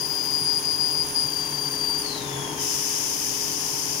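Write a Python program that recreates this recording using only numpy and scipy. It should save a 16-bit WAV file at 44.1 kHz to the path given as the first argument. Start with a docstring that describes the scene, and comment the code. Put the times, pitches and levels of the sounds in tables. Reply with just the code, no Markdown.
"""A vacuum forming machine draws a hot plastic sheet over its mould. From the start the pump throbs
in the cabinet while air leaking past the frame hisses and whistles. At 1.25 s the whistle drops a
step; from 2 s it slides down and fades as the pump labours, and the cabinet booms briefly.
Near 2.6 s a valve opens, the pump eases and a bright rush of air takes over, slowly sagging."""
import sys
import numpy as np
from scipy import signal
from scipy.fft import rfft, irfft
from scipy.io import wavfile

SR = 44100
rng = np.random.default_rng(int(sys.argv[2]) if len(sys.argv) > 2 else 0)


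def unload_wav(signal):
    """Save mono or channel-first audio to the path in sys.argv[1] as 16-bit WAV at rate SR, clipped to [-1, 1]."""
    wavfile.write(
        sys.argv[1],
        SR,
        np.round(np.clip(np.atleast_2d(signal).T, -1, 1) * 32767).astype(np.int16),
    )


N = 176400
TIME_S = np.arange(N) / SR
BIN_HZ = np.arange(N // 2 + 1) * SR / N


def from_db(db):
    """Decibels to gain."""
    return 10 ** (np.asarray(db) / 20)


def automation(points):
    """A breakpoint curve over time, read at every sample."""
    return np.interp(TIME_S, *np.transpose(points))


def per_bin(points):
    """A breakpoint curve over log frequency, read at every bin."""
    hz, value = np.transpose(points)
    return np.interp(np.log(BIN_HZ + 1e-3), np.log(hz), value)


def equalise(x, gains):
    """An EQ with one gain per frequency bin."""
    return irfft(rfft(x) * gains, N)


def drift(rate_hz):
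    """A smooth random modulator of spread 1, rolling off above rate_hz."""
    hop, settle = 40, 2000
    pole = np.exp(-2 * np.pi * rate_hz * hop / SR)
    noise = rng.standard_normal(N // hop + settle + 2)
    slow = signal.lfilter([1], [1, -2 * pole, pole * pole], noise)[settle:]
    return np.interp(np.arange(N) / hop, np.arange(len(slow)), slow / slow.std())


def reverb_tail(t60_s, samples):
    """Diffuse reflections: decaying noise of unit energy, different on each side."""
    tail = rng.standard_normal((2, samples)) * np.exp(-np.log(1000) * TIME_S[:samples] / t60_s)
    return tail / np.sqrt(np.sum(tail ** 2, axis=1, keepdims=True))


# Stereo image of the air noise: (frequency [Hz], left-right correlation [0..1])
AIR_CORRELATION = [(30, 1), (300, 0.76), (550, 0.32), (1000, 0), (2500, 0), (5500, 0.2), (9000, 0),
                   (15000, 0)]

def air_noise(spectrum):
    """Turbulence with the given spectrum, centred in the bass and wide above."""
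    mid, side = rfft(rng.standard_normal((2, N)))
    alike = per_bin(AIR_CORRELATION)
    pair = np.sqrt(1 + alike) * mid + np.sqrt(1 - alike) * side * [[1], [-1]]
    return irfft(pair * from_db(per_bin(spectrum)), N) * np.sqrt(SR) / 2


def hum_tone(hz, db, waver=0.13):
    """One slightly wavering machine tone; higher tones sit wider in the stereo image."""
    spread_rad = np.clip(0.11 * (hz / 400) ** 2 * rng.choice([-1, 1]), -.8, .8)
    phase = 2 * np.pi * (hz * TIME_S + rng.random()) + spread_rad * np.array([[1], [-1]])
    tone = (1 + waver * drift(2.4)) * np.sin(phase) + waver * drift(2.5) * np.cos(phase)
    return np.sqrt(2) * from_db(db) * tone


# Drone of the pump: (multiple of the turning rate [x], level [dB])
PUMP_HARMONICS = [(6, -63), (8, -55), (10, -57.5), (12, -59), (14, -49.5), (16, -50), (18, -57),
                  (20, -51.5), (22, -45), (24, -56.5), (26, -60), (28, -63), (30, -61), (32, -59.5),
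                  (39, -61.5), (41, -59.5), (44, -57.5), (48, -54.5), (49, -50.5), (54, -56.5), (55, -50),
                  (57, -55), (59, -58.5)]
# Hum of the motors: (frequency [Hz], level [dB])
MOTOR_HUM = [(137.9, -59.5), (144.7, -53), (289.3, -50)]
# Exhaust and rumble: (frequency [Hz], density [dB per Hz])
EXHAUST_SPECTRUM = [(20, -94), (45, -90), (80, -71), (110, -80), (140, -61.5), (190, -79), (300, -71.5),
                    (450, -76), (660, -76.5), (900, -69), (1100, -78), (1300, -80), (1800, -78),
                    (2600, -83.5), (5000, -100)]
# Swell of the pump under load: (time [s], gain [dB])
LOAD_SWELL = [(0, 0), (1.3, 0), (2.1, 1.5), (2.35, 4), (2.58, 4.5), (2.7, -0.5), (4, 0)]

def pump(turn_hz=18.972):
    """Pump and motor tones over an exhaust that puffs twice a turn; both swell under load."""
    load_db = automation(LOAD_SWELL)
    partials = [(round(multiple) * turn_hz, db) for multiple, db in PUMP_HARMONICS] + list(MOTOR_HUM)
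    drone = sum(hum_tone(hz, db) for hz, db in partials) * from_db(0.93 * load_db)
    turn = 2 * np.pi * turn_hz * TIME_S
    puffs = 1 + 0.28 * np.cos(2 * turn) + 0.15 * np.cos(turn)
    return drone + air_noise(EXHAUST_SPECTRUM) * puffs * from_db(load_db)


def cabinet_boom(at_s=2.35, width_s=0.044):
    """The cabinet booms briefly as the load on the pump nears its peak."""
    return hum_tone(hz=137, db=-36.5) * np.exp(-((TIME_S - at_s) / width_s) ** 2)


def panel_echoes(x, wet=0.49):
    """Close reflections between the sheet and the panels put a fine ripple on the spectrum."""
    echoes = reverb_tail(t60_s=0.17, samples=N)
    return equalise(x, 1 + wet * rfft(echoes)) / np.sqrt(1 + wet ** 2)


# Colour of the leak's hiss: (frequency [Hz], density [dB per Hz])
LEAK_SPECTRUM = [(1200, -78.5), (2300, -81), (3150, -75), (3850, -83), (4400, -79.5), (5100, -69.5),
                 (5800, -71.5), (6600, -71), (7700, -87), (8700, -82), (10000, -74.5), (11300, -84.5),
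                 (13500, -83), (15000, -87), (15700, -87)]
# Fader ride following the flow through the leak: (time [s], gain [dB])
LEAK_RIDE = [(0, 0.5), (2, 1), (2.5, 1), (2.8, 0), (4, -1.5)]

def leak_hiss(flicker_db=0.35):
    """A near-steady bed of hiss from air drawn past the frame."""
    hiss = panel_echoes(air_noise(LEAK_SPECTRUM))
    return hiss * from_db(automation(LEAK_RIDE) + flicker_db * drift(18))


def sink_pitch(x, age_s, share_per_s=.02, core_top_hz=8030):
    """The core of the rush bends down in pitch as it ages; the treble above it stays."""
    core = rfft(x) * (BIN_HZ < core_top_hz)
    oversampled = 4 * irfft(core, 4 * N)
    slowed_s = TIME_S - share_per_s * age_s ** 2 / 2
    sunk = [np.interp(slowed_s * 4 * SR, np.arange(4 * N), side) for side in oversampled]
    return x - irfft(core, N) + np.array(sunk)


def resonance(centre_hz, width_hz):
    """A narrow bell curve over frequency, 1 at its centre."""
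    return 1 / (1 + (2 * (BIN_HZ - centre_hz) / width_hz) ** 2)


# Colour of the valve's rush: (frequency [Hz], density [dB per Hz])
RUSH_SPECTRUM = [(1500, -85), (3100, -71.5), (3900, -81.5), (4520, -73.5), (5030, -60.5), (6280, -61),
                 (7080, -65.5), (8000, -75.5), (9000, -71), (9900, -67.5), (10800, -74), (11600, -72.5),
                 (13800, -78), (14900, -69), (15800, -91)]
# Peaks and a notch from the valve's air passages: (centre [Hz], width [Hz], gain [dB])
PASSAGE_EQ = [(3810, 11, 7), (4920, 23, 8), (5030, 15, 3), (6000, 21, 0), (6400, 27, -9), (11570, 120, 5.5)]

def valve_rush(opens_at_s=2.565, attack_s=.065, sag_db_per_s=1.66, flicker_db=0.4):
    """The valve opens; its rush rings in the air passages, sagging and sinking as pressure evens out."""
    age_s = np.maximum(TIME_S - opens_at_s, 0)
    passages_db = sum(db * resonance(centre, width) for centre, width, db in PASSAGE_EQ)
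    rush = sink_pitch(air_noise(RUSH_SPECTRUM), age_s)
    rush = panel_echoes(equalise(rush, from_db(passages_db)))
    # A breathy tone at the valve's edge fades faster than the rush.
    edge = equalise(rng.standard_normal((2, N)), resonance(centre_hz=5115, width_hz=28))
    edge = edge / edge.std() * from_db(-39.5 - 10 * age_s)
    ride_db = 0.8 - sag_db_per_s * age_s + flicker_db * drift(18)
    return (rush + edge) * np.minimum(age_s / attack_s, 1) * from_db(ride_db)


# Pitch line of the whistle, a step and then a dive: (time [s], pitch [Hz])
PITCH_LINE = [(0, 4884), (.13, 4893), (.42, 4873), (1.247, 4871), (1.258, 4750), (1.35, 4745), (1.43, 4718),
              (1.74, 4712), (1.975, 4686), (1.984, 4805), (2.012, 4815), (2.022, 4620), (2.06, 4380),
              (2.12, 4080), (2.2, 3740), (2.34, 3420), (2.58, 3170), (2.9, 2500)]
# Unsteadiness of the jet: (time [s], pitch spread [Hz])
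FLUTTER_DEPTH = [(0, 12), (.4, 6), (1.2, 6), (1.45, 22), (1.72, 20), (1.82, 7), (1.98, 7), (2.08, 55),
                 (2.35, 40)]
# Mix of the partials: (multiple of the pitch [x], trim [dB], tremble depth [dB])
PARTIAL_MIX = [(1, -1.3, 0.5), (2, -20.5, 13.5), (3, -24.5, 10)]
# Envelope of the fundamental: (time [s], level [dB])
FUNDAMENTAL_ENVELOPE = [(0, -27), (.26, -24), (.35, -19), (.445, -24.5), (.485, -20.5), (.58, -20),
                        (.612, -37), (.655, -20), (.745, -20.5), (.772, -28), (.805, -19.5), (.87, -22.5),
                        (1.02, -20.5), (1.06, -30), (1.1, -26), (1.138, -35), (1.162, -17.5), (1.28, -25.5),
                        (1.37, -24), (1.5, -29), (1.77, -27), (1.82, -22.5), (1.96, -23), (2.04, -25),
                        (2.11, -34), (2.22, -37), (2.3, -41.5), (2.4, -39), (2.57, -42), (2.64, -47),
                        (2.95, -70)]
# Envelope of the overtones, flaring again late in the dive: (time [s], level [dB])
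OVERTONE_ENVELOPE = [(0, -24), (.6, -25.5), (1.2, -25.5), (2.02, -24), (2.13, -34), (2.3, -32), (2.37, -27),
                     (2.55, -32), (2.8, -55)]
# Room send of the fundamental: (time [s], share of power [0..1])
FUNDAMENTAL_SEND = [(1.2, .05), (1.4, .1), (1.95, .12), (2.0, .85), (2.07, .65), (2.2, .3), (2.5, .45)]

def leak_whistle(overtone_send=.35, sputter_ceiling_db=5):
    """A sputtering edge tone with two overtones; as the jet breaks up, it smears into the room."""
    flutter_hz = automation(FLUTTER_DEPTH)
    pitch_hz = automation(PITCH_LINE) + flutter_hz * drift(90)
    phase = 2 * np.pi * np.cumsum(pitch_hz) / SR
    unrest_db = 0.18 * np.minimum(flutter_hz, 21.3)  # more flutter, more sputter, up to a limit
    direct = room_bus = 0
    for multiple, trim_db, tremble_db in PARTIAL_MIX:
        if round(multiple) == 1:
            envelope, send = FUNDAMENTAL_ENVELOPE, automation(FUNDAMENTAL_SEND)
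        else:
            envelope, send = OVERTONE_ENVELOPE, overtone_send
        sputter_db = np.minimum((tremble_db + unrest_db) * drift(82), sputter_ceiling_db)
        gain = from_db(automation(envelope) + trim_db + sputter_db)
        tone = np.sqrt(2) * np.sin(round(multiple) * phase) * gain
        direct += tone * np.sqrt(1 - send)
        room_bus += tone * np.sqrt(send)
    room = reverb_tail(t60_s=0.52, samples=SR // 2)
    return direct + signal.fftconvolve(room_bus[None], room, axes=1)[:, :N]


# Resonance of the gap, colouring the whistle: (frequency [Hz], gain [dB])
GAP_EQ = [(5000, -1.5), (6800, 4), (8800, -2.5), (9600, 7), (10150, 6.5), (11000, -8), (13000, -4),
          (14500, 4)]

def scene():
    """The whole machine, heard from a corner of its frame."""
    whistle = equalise(leak_whistle(), from_db(per_bin(GAP_EQ)))
    return whistle + leak_hiss() + valve_rush() + pump() + cabinet_boom()


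# Colour of the two microphones: (frequency [Hz], left minus right [dB])
MIC_BALANCE = [(40, 6), (130, 3), (350, 7), (900, 3.5), (1300, 2), (2200, 7), (3200, 7), (4200, 10),
               (4850, 16.5), (5800, 15.5), (7000, 7), (8000, 1.5), (9700, -14.5), (11000, -3), (12300, -1),
               (14500, 11.5)]

def record(dry):
    """Each microphone colours the sound in its own way; a steep high cut takes off the top."""
    ratio = from_db(per_bin(MIC_BALANCE))
    gains = np.array([ratio, np.ones_like(ratio)]) * np.sqrt(2 / (1 + ratio ** 2))
    high_cut = signal.ellip(10, .1, 90, 15750, fs=SR, output="sos")
    return signal.sosfilt(high_cut, equalise(dry, gains))


dry = scene()
out = record(dry)
unload_wav(out)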